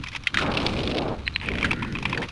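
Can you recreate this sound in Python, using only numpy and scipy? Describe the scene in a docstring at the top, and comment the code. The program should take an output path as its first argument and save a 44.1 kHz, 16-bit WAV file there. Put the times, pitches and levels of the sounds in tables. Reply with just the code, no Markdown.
"""Two skating strokes on the bare ice of a lake, heard from the skater's body.
Over faint air and low wind a binding rattles; then the first blade clacks down and glides, driving
the ice into a rumble and a hollow roar while its edge scrapes and cracks off brittle chips.
After this stroke a lifted blade snaps back against its boot and its spring rings.
The second stroke follows with a thin singing, further knocks and rattling bindings."""
import sys
import numpy as np
from scipy import signal
from scipy.fft import rfft, irfft, next_fast_len
from scipy.io import wavfile
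from scipy.ndimage import map_coordinates

SR = 44100
rng = np.random.default_rng(int(sys.argv[2]) if len(sys.argv) > 2 else 0)


def dump_mix(stems):
    """Bounce the given channels to the path in sys.argv[1] as a 16-bit WAV at rate SR."""
    frames = np.atleast_2d(stems).T  # one column per channel
    limited = np.clip(frames, -1, 1)  # hard clip at full scale
    pcm = np.round(limited * 32767).astype(np.int16)
    wavfile.write(sys.argv[1], SR, pcm)


N = 102047

# Envelopes of the background air and the wind's buffeting (t/s, level/dB)
AIR_ENVELOPE = [(0, -46), (.2, -46.5), (.31, -48), (1.22, -47), (1.27, -47.5), (1.39, -48.5), (1.5, -45),
                (2.3, -41.5)]
WIND_ENVELOPE = [(0.0, -39.5), (0.2, -54), (0.24, -48), (0.84, -30), (0.97, -41), (1.48, -36.5),
                 (1.49, -29), (2.05, -50), (2.15, -49), (2.31, -46)]
# Envelopes of the edge's scrape in each stroke and of the blade's singing (t/s, level/dB)
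FIRST_SCRAPE_ENVELOPE = [(.33, -48), (.385, -37), (.415, -30.5), (.45, -42.5), (.55, -43), (.66, -35),
                         (.72, -36), (.86, -40), (.98, -44), (1.05, -46.5), (1.2, -48.5)]
SECOND_SCRAPE_ENVELOPE = [(1.39, -66), (1.435, -32), (1.48, -52), (1.53, -45), (1.6, -38.5), (1.66, -34),
                          (1.76, -52), (1.88, -45), (1.91, -60), (2.02, -47.5), (2.07, -42), (2.15, -40.5),
                          (2.2, -60), (2.24, -32.5), (2.27, -60), (2.31, -57)]
SING_ENVELOPE = [(1.5, -65), (1.66, -44), (1.74, -45.5), (1.81, -38.5), (1.9, -44), (2.0, -57), (2.2, -65)]
# Envelopes of the ice's rumble and the gliding blade's roar (t/s, relative level/dB)
RUMBLE_ENVELOPE = [(0.0, -32.5), (0.07, -56), (0.17, -45.5), (0.29, -57.5), (0.34, -36.5), (0.4, -29.5),
                   (1.13, -33.5), (1.19, -42.5), (1.42, -45), (1.46, -34.5), (1.67, -29), (2.25, -32.5),
                   (2.31, -64)]
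ROAR_ENVELOPE = [(0.11, -71), (0.15, -48), (0.19, -73), (0.33, -56.5), (0.42, -29.5), (0.48, -28),
                 (0.54, -31), (0.66, -28), (0.74, -31.5), (0.88, -29), (0.95, -26), (1.02, -27.5),
                 (1.13, -28.5), (1.18, -44.5), (1.38, -59), (1.49, -32.5), (1.66, -31.5), (1.77, -37.5),
                 (1.94, -39.5), (2.06, -39), (2.23, -30), (2.31, -66)]
# Cutoff of the roar, which climbs as a blade bites or pushes off (t/s, f/Hz)
ROAR_CUTOFF = [(.36, 1350), (.47, 1450), (.6, 1120), (.75, 725), (.92, 583), (1.05, 870), (1.14, 944),
               (1.3, 900), (1.5, 620), (1.62, 554), (1.8, 377), (2.02, 360), (2.14, 556), (2.22, 910)]

# Binding rattles (t/s, level/dB, contact time/s, ring f/Hz, low knock/dB, treble/dB)
RATTLE_HITS = [(0.037, -29, 0.0034, 2560, 5, 10.5), (0.062, -36, .002, 2230, -9, -10),
               (0.07, -33, 0.0034, 2080, -2, 6), (0.084, -33, 0.003, 2490, 0, 14),
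               (0.117, -39, 0.0028, 2180, -14, 4), (0.128, -33, 0.0096, 2140, -5, 5),
               (0.149, -27, 0.003, 2580, 5, 5.5), (.16, -26, 0.0046, 2080, 2, 9),
               (0.236, -39.5, 0.002, 2250, 12, 18.5), (1.459, -27.5, 0.017, 2500, -20, -14),
               (1.486, -22, 0.0013, 2366, -18.5, -16), (1.5163, -29, 0.0015, 2150, 1.5, -3),
               (1.537, -32.5, 0.0009, 2430, -6, 4), (1.5538, -28.5, 0.0012, 2140, -14, -2.5),
               (1.584, -26, 0.0022, 2620, -1, 1.5), (1.61, -28.5, 0.002, 2260, -6, 2),
               (1.6282, -20.5, 0.0015, 2290, 1, 2), (1.709, -22, 0.00093, 2376, 6.5, 2.5),
               (1.7125, -19, 0.0031, 2516, 4.5, -2.5), (1.731, -23.5, 0.0019, 2350, 6, 2.5),
               (1.823, -27.5, 0.0016, 2200, 11, -3), (1.828, -26, 0.0017, 2120, 11, 0.5),
               (1.847, -32, 0.0018, 2550, 20, 13), (1.924, -39.5, 0.0018, 2550, 7, 19),
               (1.952, -27, 0.0012, 2510, 13.5, -2), (1.9579, -30.5, 0.0015, 2460, 14, -3),
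               (1.97, -33, 0.00076, 2760, 4, -11), (1.986, -31, 0.0015, 2600, 6.5, 8.5),
               (2.026, -30, 0.0027, 2510, 14, 12), (2.0535, -18, 0.0029, 2410, 2, -6),
               (2.096, -31, 0.0027, 2070, 7, 14.5), (2.128, -21.5, 0.0027, 2546, 7.5, -4),
               (2.146, -26.5, 0.0026, 2120, -10, -4), (2.286, -32.5, 0.0036, 2660, 0, 9.5)]
# Share of a rattle's treble gain that acts at each frequency (f/Hz, share/1)
TREBLE_SHARE = [(2600, 0.046), (5500, 0.95)]
# Ice chips cracking under the edge (t/s, level/dB, f/Hz)
CHIP_CRACKS = [(0.422, -30, 2470), (0.516, -32, 2330), (0.539, -29.5, 2430), (0.5713, -22, 2430),
               (.573, -25, 1200), (0.576, -27, 3000), (.601, -29, 2400), (0.665, -18.5, 3980),
               (0.766, -33.5, 2860), (.789, -30, 2870), (0.833, -31.5, 3830), (0.875, -27.5, 3680),
               (0.9, -34, 3330), (0.913, -31, 3070), (0.946, -33.5, 3250), (0.97, -31, 3660),
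               (0.9843, -25.5, 3860), (1.019, -36.5, 3380), (1.08, -39.5, 3260)]
# Snaps of the lifted blade against the boot (t/s, level/dB, ring f/Hz)
SNAP_HITS = [(1.2675, -34, 2080), (1.278, -18, 2000), (1.361, -17.5, 2480), (1.4004, -39, 2400),
             (1.4142, -31, 2500)]
# Swells of the spring's ring around the snaps (t/s, level/dB, Gaussian width/s)
SPRING_SWELLS = [(1.26, -37, 0.0026), (1.27, -28, 0.002), (1.28, -30, 0.0038), (1.3415, -37, 0.0019),
                 (1.352, -28, 0.0016), (1.362, -25, 0.0029), (1.402, -35.5, 0.0018)]
# A blade landing or knocking on a bump (t/s, level/dB, ring f/Hz, contact time/s)
CLACK_HITS = [(0.2706, -14.5, 2130, 0.0022), (0.272, -21.5, 3130, 0.003), (0.343, -14.5, 1590, 0.0022),
              (0.348, -24, 1500, 0.0063), (.372, -16, 1965, 0.00056), (0.3739, -18, 1364, 0.00092),
              (0.385, -21.5, 1900, 0.0011), (0.386, -18, 1360, 0.005), (.393, -33, 2940, 0.001),
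              (0.412, -23, 1360, 0.0054), (0.4619, -26.5, 2240, 0.0028), (1.6445, -18, 1630, 0.0016),
              (1.6474, -17, 1500, 0.0058), (2.175, -20.5, 1680, 0.0038), (2.218, -26.5, 1730, 0.0032),
              (2.226, -25.5, 2010, 0.0066)]
# Normal modes of the steel blade (f/Hz, relative level/dB)
STEEL_MODES = [(3120, 6), (3740, 4), (4050, 0), (4600, -2.5), (5520, -10.5), (7550, -15), (8400, -13.5),
               (9200, -14.5)]

# Spectra of the sustained noises (f/Hz, relative level/dB)
AIR_SPECTRUM = [(20, 6.5), (70, 6.5), (150, 1.5), (350, -16), (650, -17.5), (1200, -17.5), (2200, -30),
                (3600, -46), (5000, -44), (6200, -25.5), (8000, -52), (9800, -32), (11300, -52),
                (15000, -66)]
WIND_SPECTRUM = [(15, -5.5), (30, -8), (60, 1.5), (95, -4), (170, -17), (600, -74)]
FIRST_SCRAPE_SPECTRUM = [(400, -12), (1200, 8), (1900, 0), (2400, 7.5), (3000, 3.5), (3800, 3.5),
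                         (5000, -5.5), (6500, -13), (8200, -18), (9600, -20), (11500, -36), (15000, -54)]
SECOND_SCRAPE_SPECTRUM = [(400, -24), (900, -6), (1500, -9.5), (2000, -2.5), (2400, -4), (3000, -6),
                          (3700, -19), (4700, -23), (6500, -33), (8400, -34), (9500, -30.5), (11200, -52),
                          (15000, -57)]
SING_SPECTRUM = [(700, -26), (1150, -6), (1400, 23), (1650, 18), (2000, 19.5), (2500, -34), (4000, -32),
                 (12000, -76)]
RUMBLE_SPECTRUM = [(40, -11), (80, -5), (120, -1.5), (200, -1.5), (300, -6), (480, -22), (1200, -69)]
ROAR_SPECTRUM = [(30, -52), (90, -25), (150, -13), (250, -0.5), (350, 0), (500, -1), (700, -3.5),
                 (1500, -4), (5000, -7), (15000, -39)]
# Tone colours of the rattles, chips, snaps and clacks, most with a thin microphone resonance
# near 9.5 kHz (f/Hz, relative level/dB)
RATTLE_COLOUR = [(300, -22), (650, -18), (1000, -5.5), (1500, -8.5), (1900, -8), (2500, -2.5), (2900, -10),
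                 (3300, -5.5), (4200, -23), (5000, -17.5), (7500, -36), (8600, -46.5), (9600, -34),
                 (11300, -51), (15000, -67)]
CHIP_COLOUR = [(500, -13), (1050, -6.5), (1700, -9.5), (2600, 2), (4000, -2.5), (5200, -9.5), (7200, -33.5),
               (9500, -25), (11500, -47), (15000, -65)]
SNAP_COLOUR = [(400, -35), (650, -22.5), (950, -8), (1250, -14), (1900, 6), (2700, 6), (3500, -3.5),
               (4600, -12.5), (7000, -44), (8650, -22), (10000, -42), (12000, -67)]
CLACK_COLOUR = [(300, -19.5), (700, -19.5), (1050, -28), (1400, 2), (2000, -4.5), (2600, -1.5),
                (3200, -6.5), (4200, -16), (5500, -22), (7000, -23.5), (8400, -42), (9400, -30),
                (11300, -56), (15000, -57)]

HIT_T = np.arange(4096) / SR  # time axis of one impact
HIT_HZ = np.fft.rfftfreq(len(HIT_T), 1 / SR)
TOP_HZ = 15300


def amp(db):
    """Amplitude ratio of a level in decibels."""
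    return 10 ** (np.asarray(db) / 20)


def unit(x):
    """Normalisation to rms 1."""
    return x / np.sqrt(np.mean(x ** 2) + 1e-20)


def unit_hit(x):
    """Normalisation of an impact to the energy of 5 ms at rms 1."""
    return unit(x) * np.sqrt(.005 * SR / len(HIT_T))


def along(points, hz):
    """Interpolation of (f/Hz, value) points on a logarithmic frequency axis."""
    f, values = np.transpose(points)
    return np.interp(np.log(hz + 1), np.log(f + 1), values)


def curve(points):
    """Linear interpolation of (t/s, value) points at every sample."""
    return np.interp(np.arange(N) / SR, *np.transpose(points))


def wobble(knots_per_s):
    """Smooth random modulation: a spline through Gaussian values."""
    return map_coordinates(rng.standard_normal(4096), [np.arange(N) * knots_per_s / SR], mode="wrap")


def filtered(x, response):
    """Linear filtering: the spectrum is multiplied by a frequency response."""
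    size = next_fast_len(N + SR // 2)
    return irfft(rfft(x, size) * response(np.fft.rfftfreq(size, 1 / SR)), size)[:N]


def noise(spectrum, grain_db=0):
    """Source and filter: white noise in millisecond grains is shaped by a spectrum; rms 1."""
    drive = rng.standard_normal(N) * amp(grain_db * wobble(700))
    return unit(filtered(drive, lambda hz: amp(along(spectrum, hz))))


def resonance(centre_hz, half_width_hz):
    """Lorentzian outline of a resonance, 1 at its centre."""
    return 1 / (1 + ((HIT_HZ - centre_hz) / half_width_hz) ** 2)


def hardness_db(db):
    """Harder contacts excite more treble: the top octave rises with level above -25 dB."""
    return max(db + 25, 0) * resonance(13000, 2600)


def contact(colour_db, contact_s, click, tail_db, tail_s):
    """Impact excitation: an impulse, a gritty burst and a faint tail drive a minimum-phase filter."""
    size = len(HIT_T)
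    cepstrum = irfft(np.log(amp(colour_db)))
    cepstrum[1:size // 2] *= 2  # folding the cepstrum makes the response causal
    cepstrum[size // 2 + 1:] = 0
    response = np.exp(rfft(cepstrum))

    def ring(drive):
        """Forced response of the filter, rms 1."""
        return unit(irfft(rfft(drive) * response))

    grit = rng.standard_normal((2, size))
    age = HIT_T / contact_s
    impulse = ring(1. * (HIT_T == 0))
    crunch = ring(grit[0] * age * np.exp(-1.5 * age))
    tail = ring(grit[1] * (1 - np.exp(-age)) * np.exp(-HIT_T / tail_s))
    return unit_hit(unit(click * impulse + crunch) + amp(tail_db) * tail)


def ping(hz, decay_s):
    """Damped oscillation: one struck mode builds up quickly and decays exponentially."""
    attack = 1 - np.exp(-HIT_T / 0.0009)
    return unit_hit(np.sin(2 * np.pi * hz * HIT_T) * attack * np.exp(-HIT_T / decay_s))


def steel(decay_cycles=28, spread_db=4, detune=.008):
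    """Modal superposition: each contact point favours different modes of the blade."""
    ring = np.zeros(len(HIT_T))
    for hz, db in STEEL_MODES:
        strength, shift = rng.standard_normal(2)
        ring += amp(db + spread_db * strength) * ping(hz * (1 + detune * shift), decay_cycles / hz)
    return unit_hit(ring)


def add(track, start_s, sound):
    """Superposition of a sound on the track."""
    part = track[max(round(start_s * SR), 0):][:len(sound)]
    part += sound[:len(part)]


def air():
    """Ambient noise: a faint broadband rush whose level wavers."""
    return amp(curve(AIR_ENVELOPE) + 1.3 * wobble(32)) * noise(AIR_SPECTRUM, grain_db=4.0)


def wind():
    """Turbulent pressure fluctuations: wind buffets the microphone at low frequencies."""
    return amp(curve(WIND_ENVELOPE)) * noise(WIND_SPECTRUM)


def rattles():
    """Impacts across a clearance: play in the bindings gives chatter and a ring over a lower knock."""
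    out = np.zeros(N)
    for start_s, db, contact_s, hz, knock_db, treble_db in RATTLE_HITS:
        colour_db = along(RATTLE_COLOUR, HIT_HZ) + 8 * resonance(hz, 210) + hardness_db(db)
        colour_db += knock_db * resonance(960, 340) + treble_db * along(TREBLE_SHARE, HIT_HZ)
        chatter = contact(colour_db, contact_s, click=0.24, tail_db=-10, tail_s=0.0094)
        add(out, start_s, amp(db) * (chatter + amp(-7) * ping(hz, 0.0042) + amp(-17) * steel()))
    return out


def chips(mean_gap_s=.004, splinter_cap_db=-31, loss_db=1.5):
    """Brittle fracture: ice cracks under the loaded edge, and three ever weaker splinters follow."""
    out = np.zeros(N)
    for start_s, db, hz in CHIP_CRACKS:
        colour_db = along(CHIP_COLOUR, HIT_HZ) + 4 * resonance(hz, 600) + hardness_db(db)
        crack = contact(colour_db, contact_s=0.0017, click=0.65, tail_db=-6.5, tail_s=0.003)
        add(out, start_s, amp(db) * crack)
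        delays = np.cumsum(rng.exponential(mean_gap_s, size=3))
        for k, delay_s in enumerate(delays, start=1):
            splinter = contact(colour_db, contact_s=.001, click=1, tail_db=-8, tail_s=0.003)
            add(out, start_s + delay_s, amp(min(db, splinter_cap_db) - loss_db * k) * splinter)
    return out


def snaps():
    """Impulsive excitation: the lifted blade shuts against its boot with a dry click."""
    out = np.zeros(N)
    for start_s, db, hz in SNAP_HITS:
        colour_db = along(SNAP_COLOUR, HIT_HZ) + 4 * resonance(hz, 400)
        snap = contact(colour_db, contact_s=.0012, click=5.5, tail_db=-9, tail_s=0.002)
        add(out, start_s, amp(db) * snap)
    return out


def spring(ring_hz=4080, wander_hz=95):
    """Narrow-band vibration: the blade's spring rings thinly in brief swells around the snaps."""
    t = np.arange(N) / SR
    swell = sum(amp(db) * np.exp(-.5 * ((t - peak_s) / width) ** 2) for peak_s, db, width in SPRING_SWELLS)
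    hz = ring_hz + wander_hz * wobble(810)
    return swell * np.sin(2 * np.pi * np.cumsum(hz) / SR)


def clacks():
    """Free vibration after impact: a blade strikes the ice; the higher its ring, the weaker its lows."""
    out = np.zeros(N)
    for start_s, db, hz, contact_s in CLACK_HITS:
        low_cut_db = 7 * np.clip(np.log2((HIT_HZ + 1) / hz), -1, 0)
        colour_db = along(CLACK_COLOUR, HIT_HZ) + low_cut_db + hardness_db(db) + 5 * resonance(hz, 220)
        crunch = contact(colour_db, contact_s, click=0.2, tail_db=-10, tail_s=0.0085)
        clack = amp(-4) * crunch + amp(-3.5) * ping(hz, 0.0016) + amp(-14) * steel()
        add(out, start_s, amp(db) * clack)
    return out


def crackle(spectrum, base_rate_per_s=800, clump_db=5, spread_db=3):
    """Shot noise: tiny fractures arrive at a fluctuating rate and so form clumps; rms 1."""
    crowding = amp(clump_db * wobble(160))
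    happens = rng.random(N) < crowding * base_rate_per_s / SR
    strength = rng.choice([-1, 1], N) * amp(spread_db * rng.standard_normal(N))
    return unit(filtered(happens * strength, lambda hz: amp(along(spectrum, hz))))


def singing():
    """Band-limited noise: the blade sings thinly in the second stroke."""
    return amp(curve(SING_ENVELOPE)) * noise(SING_SPECTRUM)


def scrape(envelope, spectrum, flutter_db=2.0):
    """Sliding friction: a steel edge shaves the ice with a fluttering hiss full of tiny fractures."""
    shaving = unit(noise(spectrum, grain_db=2.5) + amp(1) * crackle(spectrum))
    return amp(curve(envelope) + flutter_db * wobble(130)) * shaving


def glide(filter_order=3.17, surge_db=1.0):
    """Roughness excitation: uneven ice shakes blade and sheet; a roar over a rumble brightens with bite."""
    hz, t, frames = signal.stft(noise(ROAR_SPECTRUM, grain_db=1.5), SR, nperseg=512)
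    cutoff_hz = np.interp(t, *np.transpose(ROAR_CUTOFF))
    low_pass = 1 / np.sqrt(1 + (hz[:, None] / cutoff_hz) ** (2 * filter_order))
    roar = signal.istft(frames * low_pass, SR, nperseg=512)[1][:N]
    roar *= amp(curve(ROAR_ENVELOPE) + 5.5 + surge_db * wobble(30))
    rumble = amp(curve(RUMBLE_ENVELOPE) - 0.5) * noise(RUMBLE_SPECTRUM)
    return roar + rumble


def scene():
    """Free-field superposition: both skates sound over air and wind, and the open lake gives no echo."""
    background = air() + wind()
    sliding = glide() + singing()
    sliding += scrape(FIRST_SCRAPE_ENVELOPE, FIRST_SCRAPE_SPECTRUM)
    sliding += scrape(SECOND_SCRAPE_ENVELOPE, SECOND_SCRAPE_SPECTRUM)
    transients = clacks() + snaps() + spring() + rattles() + chips()
    return (background + sliding + transients)[None]


def record(dry):
    """Band limiting: an ideal low-pass filter removes everything above TOP_HZ."""
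    return filtered(dry[0], lambda hz: hz < TOP_HZ)[None]


dry = scene()
out = record(dry)
dump_mix(out)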